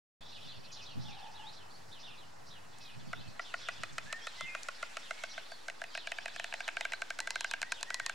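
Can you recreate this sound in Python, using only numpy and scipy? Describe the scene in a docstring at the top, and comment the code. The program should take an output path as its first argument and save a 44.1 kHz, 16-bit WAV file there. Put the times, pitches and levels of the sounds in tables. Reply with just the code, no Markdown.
"""Two white storks clatter their bills on a pole nest: one claps slowly, its mate glides in, both speed up.
Each clack is a double impact of the mandibles with a rebound; it excites damped resonances of the bill
and throat pouch and is reflected by the ground. Sparrows chirp all around in frequency-modulated tones,
other birds whistle and hoot further off, and a light wind rumbles on the microphone."""
import sys
import numpy as np
from scipy import signal
from scipy.fft import rfft, irfft, next_fast_len
from scipy.io import wavfile
from scipy.ndimage import uniform_filter1d

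SR = 44100
rng = np.random.default_rng(int(sys.argv[2]) if len(sys.argv) > 2 else 0)


def pcm_store(signal):
    """Save signal as 16-bit PCM."""
    levels = np.round(np.clip(np.atleast_2d(signal), -1, 1) * 32767)
    wavfile.write(sys.argv[1], SR, levels.astype(np.int16).T)


N = 358974

# Claps of the stork on the nest, 7 a second, then 12: t/s, touch to closure/ms, closure to rebound/ms,
# touch-to-closure force ratio, throat f/Hz, upper resonance f/Hz,
# then level/dB of pouch, throat, upper resonance, horn and crack (energy over 10 ms, before reflections)
HOST_CLAPS = [(3.131, 1.72, 1.4, 0.83, 1450, 2000, -46.5, -37, -43.5, -58, -53.5),
              (3.3949, 1.66, 2.6, 1.8, 1390, 1990, -46, -39.5, -38, -58.0, -58.5),
              (3.5402, 1.59, 1.38, 1.4, 1470, 1880, -44.5, -35.5, -38.5, -43, -55),
              (3.6864, 1.68, 2.5, 1.5, 1440, 1950, -43.5, -35, -38, -40, -47.5),
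              (3.8345, 1.7, 2.37, 1.3, 1420, 1910, -47, -37.5, -40, -42.0, -44.5),
              (3.982, 1.63, 2.31, 1, 1500, 1900, -48, -35.5, -43, -41.5, -43.0),
              (4.1266, 1.75, 1.3, 0.53, 1323.0, 1960, -47.5, -39.0, -40.5, -42.0, -41.5),
              (4.2695, 1.62, 2.29, 0.56, 1482.0, 1796.0, -48.5, -39, -44.5, -44.5, -46.5),
              (4.4088, 1.87, 1.14, 2.4, 1330, 1850, -48, -39.5, -48, -50, -46.5),
              (4.5499, 1.8, 1.16, 1.5, 1420, 1850, -46.5, -37.0, -43, -48, -50),
              (4.6859, 1.55, 2.21, 0.98, 1460, 1920, -46, -37, -44, -45.5, -46.5),
              (4.8275, 1.59, 1.57, 0.36, 1440, 2070, -45.5, -36.5, -40.5, -48, -48),
              (4.9692, 1.74, 2.21, 1.1, 1400, 1940, -47.5, -40, -43.5, -44.5, -46),
              (5.1087, 1.48, 1.45, 0.82, 1610, 2110, -43.5, -36.5, -39, -60.0, -47.5),
              (5.2368, 1.53, 1.9, 0.74, 1530, 2184, -43.5, -39.5, -40.5, -47, -46.0),
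              (5.3774, 1.57, 1.3, 0.27, 1544, 2130, -45.0, -40.5, -45.0, -58.0, -59),
              (5.5176, 1.4, 1.26, 0.34, 1603.0, 2138.0, -48, -48.5, -56.5, -60, -56.5),
              (5.6826, 1.42, 1.35, 0.16, 1575, 2141.0, -46.5, -39, -45.0, -60.5, -47),
              (5.8166, 1.33, 1.4, 0.14, 1675, 2300, -44.0, -38, -51, -65.0, -52),
              (5.9503, 1.46, 1.33, 0.35, 1645, 2340, -47, -40.5, -41.0, -45, -49.5),
              (6.0712, 1.7, 1.33, 0.29, 1660, 2400, -48.0, -39.5, -39, -67, -48.0),
              (6.1843, 1.7, 1.33, 0.19, 1660, 2340, -49.5, -38, -40.5, -67, -54.5),
              (6.2803, 1.65, 1.25, 0.44, 1660, 2070.0, -53.0, -42.5, -47, -65.0, -52.5),
              (6.3612, 1.23, 1.57, 0.05, 1680, 2215.0, -51.5, -43, -48.5, -67, -50),
              (6.4424, 1.6, 1.4, 0.082, 1760, 2440, -47.5, -39, -41.5, -65.0, -45.5),
              (6.5242, 1.3, 1.1, 0.2, 1670, 2420, -49, -41, -42.5, -65.0, -60),
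              (6.6045, 1.39, 1.17, 0.56, 1620, 2300, -47, -39, -40.5, -64.0, -50.5),
              (6.6863, 1.54, 2.3, 0.16, 1550, 2300, -49, -37.5, -37.0, -63.0, -53),
              (6.768, 1.57, 1.38, 0.16, 1594, 2300, -46, -35, -36.5, -65.0, -49.5),
              (6.8508, 1.69, 1.38, 0.17, 1580, 2260, -45.5, -34, -36, -65, -46.5),
              (6.9336, 1.75, 1.4, 0.15, 1562.0, 2270, -48.5, -35.5, -38, -62.5, -46.5),
              (7.0185, 1.74, 1.5, 0.17, 1566, 2243.0, -47, -35, -38.5, -61.5, -45),
              (7.1038, 1.57, 1.37, 0.24, 1570, 2220, -47.5, -36.5, -40, -57.5, -44),
              (7.1887, 1.6, 1.48, 0.17, 1560, 2104.0, -47.5, -37, -43.0, -62.5, -44.5),
              (7.2731, 1.4, 2.02, 0.49, 1640, 2142.0, -48, -35.5, -42, -64.5, -44.5),
              (7.3567, 1.58, 1.37, 0.2, 1580, 2184.0, -47.5, -33.5, -39, -65.0, -43.5),
              (7.4442, 1.5, 1.16, 0.18, 1570, 2090, -46.5, -32.5, -37.0, -59.5, -43.5),
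              (7.5363, 1.35, 1.18, 0.14, 1578.0, 2150, -46, -33.0, -38, -65.0, -45.5),
              (7.6281, 1.45, 1.16, 0.14, 1576, 2108.0, -48.5, -34.5, -37.0, -64.5, -44.5),
              (7.7201, 1.5, 2.02, 0.62, 1590, 2280, -46, -38.5, -36.5, -62.5, -39.5),
              (7.8097, 1.8, 1.4, 0.2, 1550, 2297.0, -54.5, -53.5, -60.5, -57, -51),
              (7.9035, 1.6, 1.3, 0.16, 1545, 2170, -49.5, -36.5, -42.5, -67, -46),
              (7.9979, 1.73, 1.3, 0.21, 1560, 2065.0, -49, -35, -41.5, -69, -44.5),
              (8.0953, 1.4, 2.2, 0.29, 1586.0, 2200, -48.5, -35, -42, -60, -44)]
# Its posture as it bows and throws its head back: t/s, pouch f/Hz, cheek f/Hz, cheek level/dB re pouch,
# throat T60/s, upper resonance T60/s, rebound-to-closure force ratio, closure-to-touch crack ratio
HOST_POSTURE = [(3.44, 703, 1033, -3.94, 0.03, 0.022, 0.7, 0.39),
                (4.05, 617.0, 1234, 0, 0.0127, 0.033, 0.4, 1),
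                (4.69, 616, 1100, 1.2, 0.028, 0.0216, 0.41, 0.59),
                (5.31, 677, 1020, -14, 0.024, 0.019, 0.34, 0.96),
                (5.94, 660, 847.0, -11, 0.03, 0.0062, 0.5, 0.81),
                (6.48, 703, 835, -16, 0.017, 0.0084, 0.45, 1),
                (7.06, 673, 820, -15, 0.025, 0.0082, 0.33, 0.97),
                (7.769, 715, 810, -4, 0.017, 0.0098, 0.11, 0.73)]
# The mate's claps, 7 to 10 a second, and posture, in the same columns:
# a hollow double knock turns into one bright snap as its head goes back
MATE_CLAPS = [(5.6991, 1.4, 1.39, 1.28, 1785.0, 1880, -53, -52.0, -47.0, -47.5, -51),
              (5.8392, 1.42, 2.4, 0.58, 1724.0, 1830, -49, -52, -46.5, -48.5, -53),
              (5.9749, 1.43, 1.3, 0.17, 1670, 1827.0, -46.5, -45.5, -43.5, -42, -48),
              (6.118, 1.34, 2, 0.47, 1700, 1820, -44.5, -48, -39.5, -40, -46),
              (6.2576, 1.45, 2.28, 0.45, 1730, 1835.0, -43, -44, -43.5, -42, -47.5),
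              (6.3967, 1.3, 2.2, 0.42, 1720, 1800, -44, -42.5, -41.5, -42.5, -47.5),
              (6.5387, 1.34, 2.12, 0.5, 1740, 1833.0, -44.0, -44, -42, -42.0, -46),
              (6.6787, 1.3, 1.8, 0.85, 1762.0, 1840, -43, -55, -38, -44, -44.5),
              (6.8088, 1.3, 1.1, 0.61, 1693.0, 1920, -43.0, -52, -37, -40.5, -43),
              (6.9206, 1.2, 1.26, 0.3, 1658.0, 1969.0, -51, -50.5, -39.5, -44, -48),
              (7.2032, 0.46, 1.04, 0.45, 1650, 2280, -54.5, -40, -41.5, -63.0, -37.5),
              (7.3062, 0.42, 1.5, 2, 1700.0, 2430, -54.5, -42.0, -42, -50, -37.5),
              (7.4084, 0.39, 1.5, 1.48, 1650, 2421.0, -54.5, -40.5, -42.5, -49, -38.5),
              (7.5123, 0.48, 1.94, 0.81, 1668.0, 2390, -55, -40.5, -44, -43, -40.5),
              (7.6171, 0.44, 1.3, 0.92, 1709.0, 2520, -54, -40.5, -42.5, -58.0, -39.5),
              (7.7224, 0.47, 1.2, 0.48, 1575, 2370, -53.5, -38, -47, -63, -40),
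              (7.8297, 0.41, 1.36, 0.64, 1742.0, 2501.0, -52, -41, -46, -63.0, -37),
              (7.9438, 0.4, 1.3, 0.83, 1920, 2450, -53, -42.5, -46, -67, -35),
              (8.0631, 0.44, 2.5, 0.62, 1900, 2474.0, -52.5, -39.5, -44.5, -63, -35.5)]
MATE_POSTURE = [(5.91, 677, 858.0, -12, 0.024, 0.024, 0.18, 0.61),
                (6.8, 687, 840, -2.5, 0.0172, 0.0146, 0.02, 2.1),
                (7.2, 743.0, 884, 8, 0.0193, 0.004, 0.32, 0.12),
                (7.95, 735, 1030, 8, 0.011, 0.021, 0.17, 0.25)]


def storks():
    """Direct sound from the nest is followed by early scattering and a faint reverberant tail."""
    nest = clatter(HOST_CLAPS, HOST_POSTURE) + clatter(MATE_CLAPS, MATE_POSTURE) + twigs()
    direct = microphone_pair(nest)
    early = scatter(butter(direct, 1800, "high"), t60=.03, dull_hz=6000, build_s=.0005)
    late = scatter(direct, t60=.5, dull_hz=3500, build_s=.004)
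    return direct + from_db(-18.5) * early + from_db(-22.5) * late


def clatter(claps, postures):
    """An impact train drives resonators whose tuning and damping follow the posture of the neck."""
    out = np.zeros(N)
    for s, *clap in claps:
        add(out, s, clack(clap, curve(postures, s)))
    return out


# Modes of the bill's horn: f/Hz, signed relative amplitude, T60/s
HORN_MODES = [(2533, 1, 0.027), (3024, -0.13, 0.012)]


def clack(clap, posture):
    """Impact excitation: the mandibles touch, close and rebound, ringing cavities, horn and bill edges."""
    gap_ms, rebound_ms, touch_force, throat_hz, upper_hz, *levels_db = clap
    pouch_hz, cheek_hz, cheek_db, throat_t60, upper_t60, rebound_force, closing_crack = posture
    t = np.arange(2048) / SR
    onsets_ms = (0, gap_ms, gap_ms + rebound_ms)
    touch, closure, rebound = [contact(t - ms / 1000, grit=.015, fade_s=.0015) for ms in onsets_ms]
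    force = touch_force * touch + closure + rebound_force * rebound
    pouch = unit_band(ring(force, pouch_hz, t60=.02), 500, 1100)
    cheek = unit_band(ring(force, cheek_hz, t60=.027), 650, 1500)
    throat = unit_band(ring(force, throat_hz, throat_t60), 1000, 3200)
    upper = unit_band(ring(force, upper_hz, upper_t60), 1500, 3300)
    horn = unit_band(sum(gain * ring(force, hz, t60) for hz, gain, t60 in HORN_MODES), 2100, 3600)
    # the hard edges give a bright crack with one thin ring
    edge_force = contact(t, grit=.037, fade_s=.003) + closing_crack * closure
    edges = rms_one(edge_force) + from_db(-14) * ring(edge_force, hz=4090, t60=.026)
    crack = rms_one(butter(butter(edges, 3640, "high", order=3), 7600, "low", order=4))
    parts = np.array([pouch + from_db(cheek_db) * cheek, throat, upper, horn, crack])
    to_10_ms = np.sqrt(SR / 100 / len(t))
    return ground_echo(from_db(levels_db) @ parts) * to_10_ms


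def contact(t, grit, fade_s):
    """A hard contact force is an impulse followed by an exponentially decaying rasp."""
    force = grit * rng.standard_normal(len(t)) * np.exp(-np.maximum(t, 0) / fade_s) * (t >= 0)
    force[np.argmax(t >= 0)] += 1
    return force


def ring(force, hz, t60, detune=.0064):
    """Response of a damped oscillator, tuned slightly differently at every blow; rms 1."""
    radius = from_db(-60 / (max(t60, .002) * SR))
    angle = 2 * np.pi * hz * (1 + detune * rng.normal()) / SR
    return rms_one(signal.lfilter([1, 0, -1], [1, -2 * radius * np.cos(angle), radius ** 2], force))


def ground_echo(x, delay_s=.0044, gain=.15, dull_hz=2500):
    """Reflection: the ground adds a delayed, duller copy that interferes with the direct sound."""
    samples = np.arange(len(x))
    delayed = np.interp(samples - delay_s * SR, samples, x, left=0)
    return x + gain * butter(delayed, dull_hz, "low", order=1)


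# Twigs snapping in the nest: t/s, level/dB (rms over 10 ms)
TWIG_SNAPS = [(2.7856, -60), (4.6323, -46.5)]


def twigs():
    """Brittle fracture: each snap is a thin, dry transient without a ring."""
    out, t = np.zeros(N), np.arange(SR // 100) / SR
    for s, db in TWIG_SNAPS:
        snap = contact(t, grit=.45, fade_s=.0012)
        add(out, s, from_db(db) * unit_band(snap, 3500, 9000, order=4))
    return out


# Response of the microphone pair towards the nest: f/Hz, left level/dB re right, left phase lead/rad
PAIR_RESPONSE = [(450, 0, 1.2), (700, 1, .9), (1050, 1.5, .6), (1400, -1.2, .35), (1950, -2.5, .45),
                 (2700, -1.2, .45), (3200, 3.5, .4), (3700, -1.8, -.15), (4900, -2, .15), (5600, 2.5, .15),
                 (6500, -2, -.25), (8500, -2, 0), (12000, 0, 0)]


def microphone_pair(x):
    """Phase and level differences give direction: the left leads in the bass, and the balance ripples."""
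    size = next_fast_len(N + SR // 10)
    left_db, lead = curve(PAIR_RESPONSE, np.arange(size // 2 + 1) * SR / size)
    log_ratio = np.log(from_db(left_db)) + 1j * lead
    side = irfft(rfft(x, size) * np.tanh(log_ratio / 2), size)[:N]
    return x + side * [[1], [-1]]


# Sparrow chirps: t/s and f/Hz at the turn from buzz to whistle, whistle base level/dB, buzz base level/dB
CHIRPS = [(0.331, 3960, -56.5, -57), (0.492, 4130, -56, -58), (0.773, 3860, -54, -48.5),
          (0.867, 3980, -54, -51.5), (1.064, 3630, -52.5, -53.5), (1.133, 3890, -56, -55.5),
          (1.23, 3610, -58.5, -61), (1.362, 3940, -57, -59), (1.575, 3930, -59, -53.5),
          (1.93, 3950, -57, -65), (2.046, 3795, -52.5, -53), (2.113, 3637, -57.5, -59),
          (2.189, 3980, -59.5, -64), (2.518, 3970, -56.5, -56.5), (2.861, 3950, -57.5, -53.5),
          (3.46, 3780, -55.5, -51.5), (3.625, 3770, -54, -53), (3.661, 3670, -54.5, -53),
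          (3.765, 3730, -59, -53.5), (4.285, 4200, -57.0, -57), (4.357, 4230, -57, -59),
          (4.414, 3790, -51.5, -53.5), (4.799, 3930, -58, -58), (5.035, 3840, -56.1, -62),
          (5.365, 3790, -58, -52), (5.99, 4100, -53, -49.5), (6.385, 3840, -54.5, -55),
          (6.643, 3830, -53.6, -55.0), (6.825, 3870, -54.5, -60), (7.354, 4390, -56, -55),
          (7.401, 4060, -53, -58), (7.505, 3810, -51.5, -52), (7.756, 3760, -54, -53)]
# Contour of the buzz: t/s from the turn, f/Hz, relative level/dB
BUZZ_CONTOUR = [(-.06, 4500, -16), (-.045, 4820, -4), (-.02, 5250, -7), (-.003, 5470, -62)]
# Contour of the whistle: t/s from the turn, frequency ratio to the turn, relative level/dB
WHISTLE_CONTOUR = [(-.016, .87, -7), (0, 1, -0.5), (.014, .87, -5.5), (.035, .76, -7.5), (.06, .68, -9.5),
                   (.08, .63, -20)]


def sparrows(warble_hz=660, swing_rms_hz=560, buzz_gain_db=2.0, whistle_gain_db=3.5):
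    """Frequency modulation: a rising, fast-warbled buzz turns into a rough falling whistle."""
    out, t = np.zeros((2, N)), np.arange(-.07, .09, 1 / SR)
    for s, turn_hz, whistle_db, buzz_db in CHIRPS:
        size, pace, side, depth = rng.normal(0, 1, 4)  # no two chirps are alike
        hoarse = 1 + .048 * drift(1300, len(t)) + .015 * drift(120, len(t))
        hz, db = curve(BUZZ_CONTOUR, t)
        warble = swing_rms_hz * tone(warble_hz * (1 + .0924 * side + .242 * drift(399.4, len(t))))
        buzz = tone(hz * (1 + .0242 * size) * np.sqrt(hoarse) + warble)
        buzz *= from_db(db + buzz_db + buzz_gain_db) * (t > BUZZ_CONTOUR[0][0]) * (t < BUZZ_CONTOUR[-1][0])
        ratio, db = curve(WHISTLE_CONTOUR, t * (1 + .1084 * pace))
        # the whistle is harsh at the turn and clears as it falls
        harsh = 1 + np.interp(t, [0, .04], [.045, .008]) * drift(700, len(t))
        flutter_db = 1.6 * drift(150, len(t))
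        whistle = tone(turn_hz * ratio ** (1 + .0509 * depth) * hoarse * harsh)
        whistle *= from_db(db + whistle_db + whistle_gain_db + flutter_db) * (t > WHISTLE_CONTOUR[0][0])
        chirp = (buzz + whistle) * signal.windows.tukey(len(t), .1)
        add(out, s + t[0], pan(chirp, left_db=-1.6 + side / 2))
    tail = pan(scatter(out, t60=.33, dull_hz=8000, build_s=.001), left_db=-1.5)
    return from_db(-.5) * out + from_db(-6) * tail


# Fluty whistles: t/s, duration/s, start f/Hz, bend f/Hz, end f/Hz, base level/dB
FLUTINGS = [(4.05, .16, 1540, 1770, 1877, -50), (4.365, 0.17, 1990, 2070, 2140, -49.5),
            (4.45, 0.14, 2750, 2493, 2470, -51), (5.1, 0.22, 2140, 2220, 2165, -58),
            (7.18, 0.22, 1950, 1967, 2110, -55.5), (7.625, 0.075, 1850, 1830, 2000, -55),
            (7.845, 0.26, 1770, 1992, 1776, -50)]
# Thin slurs and held notes of small birds, in the same columns
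SLURS = [(.403, 0.12, 3265, 3530, 4340, -57), (.715, 0.025, 6000, 6350, 6930, -55),
         (1.385, 0.094, 2850, 3090, 3700, -60), (1.46, 0.046, 3450, 3920, 4400, -51),
         (1.7, 0.034, 4150, 4600, 4650, -63), (1.735, 0.039, 4100, 4480, 4820, -59),
         (2.7, 0.1, 4050, 4170, 4270, -72), (2.79, 0.13, 2650, 2500, 2400, -65),
         (3.08, 0.22, 2480, 2580, 2730, -68), (3.144, 0.075, 3300, 3760, 4360, -59),
         (3.22, 0.11, 2600, 2570, 2500, -67), (4.2, 0.11, 3050, 3450, 4160, -55.5),
         (4.216, 0.044, 5700, 5550, 5350, -57.5), (5.29, 0.044, 5920, 5780, 5200, -56),
         (5.496, 0.073, 4630, 4500, 4240, -56), (5.878, 0.049, 4800, 4650, 4140, -62),
         (5.909, .087, 3110, 3250, 3600, -61), (6.92, 0.046, 3870, 4020, 4760, -53)]


def whistlers():
    """Nearly pure tones of birds in the trees arrive directly and by diffuse scattering."""
    notes = glides(FLUTINGS, bend=.28, waver=.012) + glides(SLURS, bend=.5, waver=.005)
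    direct = pan(notes, left_db=-1.4)
    return direct + from_db(-8) * scatter(direct, t60=.42, dull_hz=5000, build_s=.005)


def glides(notes, bend, waver):
    """Glissandi through three pitches, turning at the fraction bend; jitter grows with frequency."""
    out = np.zeros(N)
    for s, length, start_hz, bend_hz, end_hz, db in notes:
        size = int(length * SR)
        contour = np.interp(np.linspace(0, 1, size), [0, bend, 1], [start_hz, bend_hz, end_hz])
        jitter = 1 + waver * (start_hz / 2000) ** 2 * drift(666, size)
        hz = uniform_filter1d(contour, size // 4) * jitter
        envelope = signal.windows.tukey(size, .4) * from_db(db - .5 + 1.6 * drift(70, size))
        add(out, s, tone(hz) * envelope)
    return out


def far_hoot(t, start_s=.93, end_s=1.5, attack_s=.15, release_s=.035, rise_hz_per_s=55, db_per_s=10.5):
    """Two harmonics, hoarse with frequency jitter, swell and rise a little, blurred by reverberation."""
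    since = t - start_s
    gate = np.clip(since / attack_s, 0, 1) * np.clip((end_s - t) / release_s, 0, 1)
    hz = (821 + rise_hz_per_s * since) * (1 + .055 * drift(220, N))
    swell = from_db(-65 + db_per_s * since + 2.5 * drift(45, N))
    call = pan((tone(hz) + from_db(-14) * tone(2 * hz)) * gate * swell, left_db=-.3)
    return call + from_db(-3) * scatter(call, t60=.4, dull_hz=3000, build_s=.004)


# Strength of the far flock's chirps by pitch: f/Hz, relative level/dB
FLOCK_SPECTRUM = [(2000, -25), (2800, -5), (3900, 0), (4700, -3), (6000, -12), (8000, -28)]
# Envelope of the flock: t/s, level/dB
FLOCK_LEVEL = [(0, -56), (.7, -57), (1.2, -61), (1.8, -68), (2.5, -72), (3.0, -60.5), (3.7, -60),
               (4.5, -68), (5.3, -54), (5.7, -64.5), (6.2, -53), (7.0, -65), (8.14, -57.5)]


def far_flock(t, count=3600, length_s=.0464, jitter=.0793, spread_db=24):
    """Incoherent summation: many distant chirps blur into a twitter."""
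    out, progress = np.zeros(N), np.linspace(0, 1, int(length_s * SR))
    for when, pitch, slope, faintness in rng.random((count, 4)):
        hz = 2600 * 2.3 ** pitch
        glide = hz * (1 + .304 * (slope - .6) * progress + jitter * drift(868, len(progress)))
        gain = from_db(at_hz(FLOCK_SPECTRUM, hz) - spread_db * faintness)
        add(out, when * N / SR, tone(glide) * np.hanning(len(progress)) * gain)
    twitter = rms_one(out + scatter(out[None], t60=.052, dull_hz=8140, build_s=.00091))
    return gain_at(FLOCK_LEVEL, t) * twitter


# Spectral density of rustling wings and twigs: f/Hz, relative level/dB
RUSTLE_SPECTRUM = [(500, -58), (1400, 17), (2600, 12), (4500, 8), (8000, 4.5), (11000, -46), (16000, -52)]
# Envelope of the rustle: t/s, level/dB
RUSTLE_LEVEL = [(0, -89), (3.1, -70), (3.6, -58), (4.1, -57.5), (4.6, -56.5), (5.2, -56), (5.7, -64.5),
                (6.1, -60), (6.8, -57.5), (7.4, -61), (8.1, -59.5)]


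def rustle(t):
    """Friction noise of wings and twigs, its bands rapidly modulated in amplitude."""
    return gain_at(RUSTLE_LEVEL, t) * noise_field(RUSTLE_SPECTRUM, AIR_WIDTH, flicker_db=3, flicker_hz=60)


def wing_rush(t, peak_s=5.1, width_s=.61, peak_db=-75):
    """Flow noise: air hisses through the mate's feathers, swelling and fading as it glides in."""
    mid, side = unit_band(rng.standard_normal((2, N)), 6500, 11500, order=6)
    swell = np.exp(-((t - peak_s) / width_s) ** 2 / 2) * from_db(peak_db + 1.8 * drift(36, N))
    return swell * (mid + .75 * side * [[1], [-1]])


# Spectral density of wind on the microphone: f/Hz, relative level/dB
WIND_SPECTRUM = [(30, -5), (55, -23.5), (85, 4.5), (125, 3.5), (185, -7.5), (260, -5.5), (350, -26),
                 (600, -45.5)]
# A light breeze that dies down: t/s, level/dB
BREEZE_LEVEL = [(0, -66), (2.8, -66.5), (3.5, -71.5), (3.9, -65), (4.8, -88), (8.14, -80)]
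# Peaks of the puffs: t/s, level/dB
PUFFS = [(0.47, -61), (0.581, -59.5), (0.978, -46.5), (1.04, -59), (1.09, -53.5), (2.975, -54),
         (3.029, -58), (3.08, -52.5), (3.185, -54), (3.28, -55), (3.8, -61), (3.921, -61), (4.05, -59.5),
         (4.44, -58.5), (8.02, -71)]
# Puffs strike the two sides mostly in antiphase: f/Hz, side level/dB re mid
PUFF_WIDTH = [(50, 0), (85, 5), (130, 15), (260, 13), (500, 6)]


def wind(t, attack_s=.017, release_s=.033):
    """Turbulent pressure rumbles on the microphone: a breeze, and brief puffs that add in power."""
    breeze = gain_at(BREEZE_LEVEL, t) * noise_field(WIND_SPECTRUM, AIR_WIDTH, flicker_db=0, flicker_hz=10)
    power = 0
    for s, db in PUFFS:
        time_constants = np.maximum((s - t) / attack_s, (t - s) / release_s)
        power += (from_db(db) * np.exp(-np.minimum(time_constants, 20))) ** 2
    return breeze + np.sqrt(power) * noise_field(WIND_SPECTRUM, PUFF_WIDTH, flicker_db=.5, flicker_hz=22)


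# Spectral density of the open air: f/Hz, relative level/dB
AIR_SPECTRUM = [(120, -4.5), (200, -3.5), (254, -5), (448, -3), (806, 3), (1020, -1), (1710, -2.5),
                (2290, -6), (2750, -20.5), (3620, -13), (4040, -7), (12800, -23), (14900, -43),
                (16000, -52)]
# Stereo width of the ambient field: f/Hz, side level/dB re mid
AIR_WIDTH = [(45, -7), (100, -3), (150, 2), (230, 6), (320, 7), (500, 4), (1000, 0), (2000, -3),
             (4000, -5.5), (8000, -4), (15000, -2)]


def open_air():
    """Ambient noise: a broadband floor that flickers slightly about a steady level."""
    return from_db(-59.5) * noise_field(AIR_SPECTRUM, AIR_WIDTH, flicker_db=1.5, flicker_hz=14)


def noise_field(spectrum, width, flicker_db, flicker_hz):
    """Half-octave bands of stereo noise with independent amplitude modulation; the mid has rms 1."""
    out, edges = 0, 31 * 2 ** np.arange(0, 9.1, .5)
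    white = rng.standard_normal((2, 2, N))
    for k, (low, high) in enumerate(zip(edges, edges[1:])):
        mid, side = butter(white[k % 2], [low, high], "band")
        hz = np.sqrt(low * high)
        side_gain = from_db(at_hz(width, hz))
        gain = from_db(at_hz(spectrum, hz) + flicker_db * drift(flicker_hz, N))
        out = out + gain * (mid + side_gain * side * [[1], [-1]])
    return out / np.std(out.mean(axis=0))


def scatter(x, t60, dull_hz, build_s):
    """Diffuse scattering by trees and buildings: a decaying tail, partly coherent between the ears."""
    t = np.arange(SR) / SR
    mid, side = rng.standard_normal((2, SR)) * from_db(-60 * t / t60) * (1 - np.exp(-t / build_s))
    tail = mid + .55 * side * [[1], [-1]]
    tail = rms_one(butter(tail, dull_hz, "low", order=1)) / np.sqrt(SR)
    return signal.fftconvolve(x.mean(axis=0)[None], tail, axes=1)[:, :N]


def from_db(db):
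    """Level to amplitude ratio."""
    return 10 ** (np.asarray(db) / 20)


def rms_one(x):
    """Normalisation to an rms of 1."""
    return x / np.sqrt(np.mean(x ** 2) + 1e-20)


def curve(rows, at):
    """Linear interpolation of a table's other columns along its first."""
    axis, *columns = np.transpose(rows)
    return [np.interp(at, axis, column) for column in columns]


def gain_at(levels, t):
    """Amplitude envelope from a table of levels."""
    return from_db(curve(levels, t)[0])


def at_hz(spectrum, hz):
    """Interpolation on a logarithmic frequency axis."""
    frequencies, levels = np.transpose(spectrum)
    return np.interp(np.log(hz), np.log(frequencies), levels)


def add(out, s, x):
    """Superposition of a short sound at time s."""
    i = max(int(round(s * SR)), 0)
    out[..., i:i + x.shape[-1]] += x[..., :max(N - i, 0)]


def butter(x, hz, kind, order=2):
    """Causal Butterworth filter."""
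    return signal.sosfilt(signal.butter(order, np.clip(hz, 10, .45 * SR), kind, fs=SR, output="sos"), x)


def unit_band(x, low_hz, high_hz, order=2):
    """Band-pass filtering, normalised to an rms of 1."""
    return rms_one(butter(x, [low_hz, high_hz], "band", order))


def drift(rate_hz, size):
    """Smooth random modulation with a spread near 1."""
    knots = rng.standard_normal(2048)
    return np.interp(np.arange(size) / SR * rate_hz, np.arange(len(knots)), knots)


def tone(hz):
    """A sine of rms 1 whose phase is the integral of its frequency."""
    return np.sqrt(2) * np.sin(2 * np.pi * np.cumsum(hz) / SR)


def pan(x, left_db):
    """A level difference places a sound between the ears."""
    return x * from_db([[left_db / 2], [-left_db / 2]])


def scene():
    """Superposition of storks and other birds on open air, rustle, a far flock, wing hiss and wind."""
    t = np.arange(N) / SR
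    ambient = open_air() + rustle(t) + far_flock(t) + wing_rush(t)
    background = pan(ambient, left_db=-1.3) + pan(wind(t), left_db=-2.8)
    return storks() + sparrows() + whistlers() + far_hoot(t) + background


def record(dry, start_s=.207, dc_offset=-.003, cutoff_hz=16000):
    """Gating and band limiting: the sound opens after a moment, slightly offset, with its top cut."""
    gate = np.clip((np.arange(N) / SR - start_s) / .002, 0, 1)
    low_pass = signal.ellip(10, .1, 80, cutoff_hz, fs=SR, output="sos")
    return signal.sosfilt(low_pass, (dry + dc_offset) * gate)


dry = scene()
out = record(dry)
pcm_store(out)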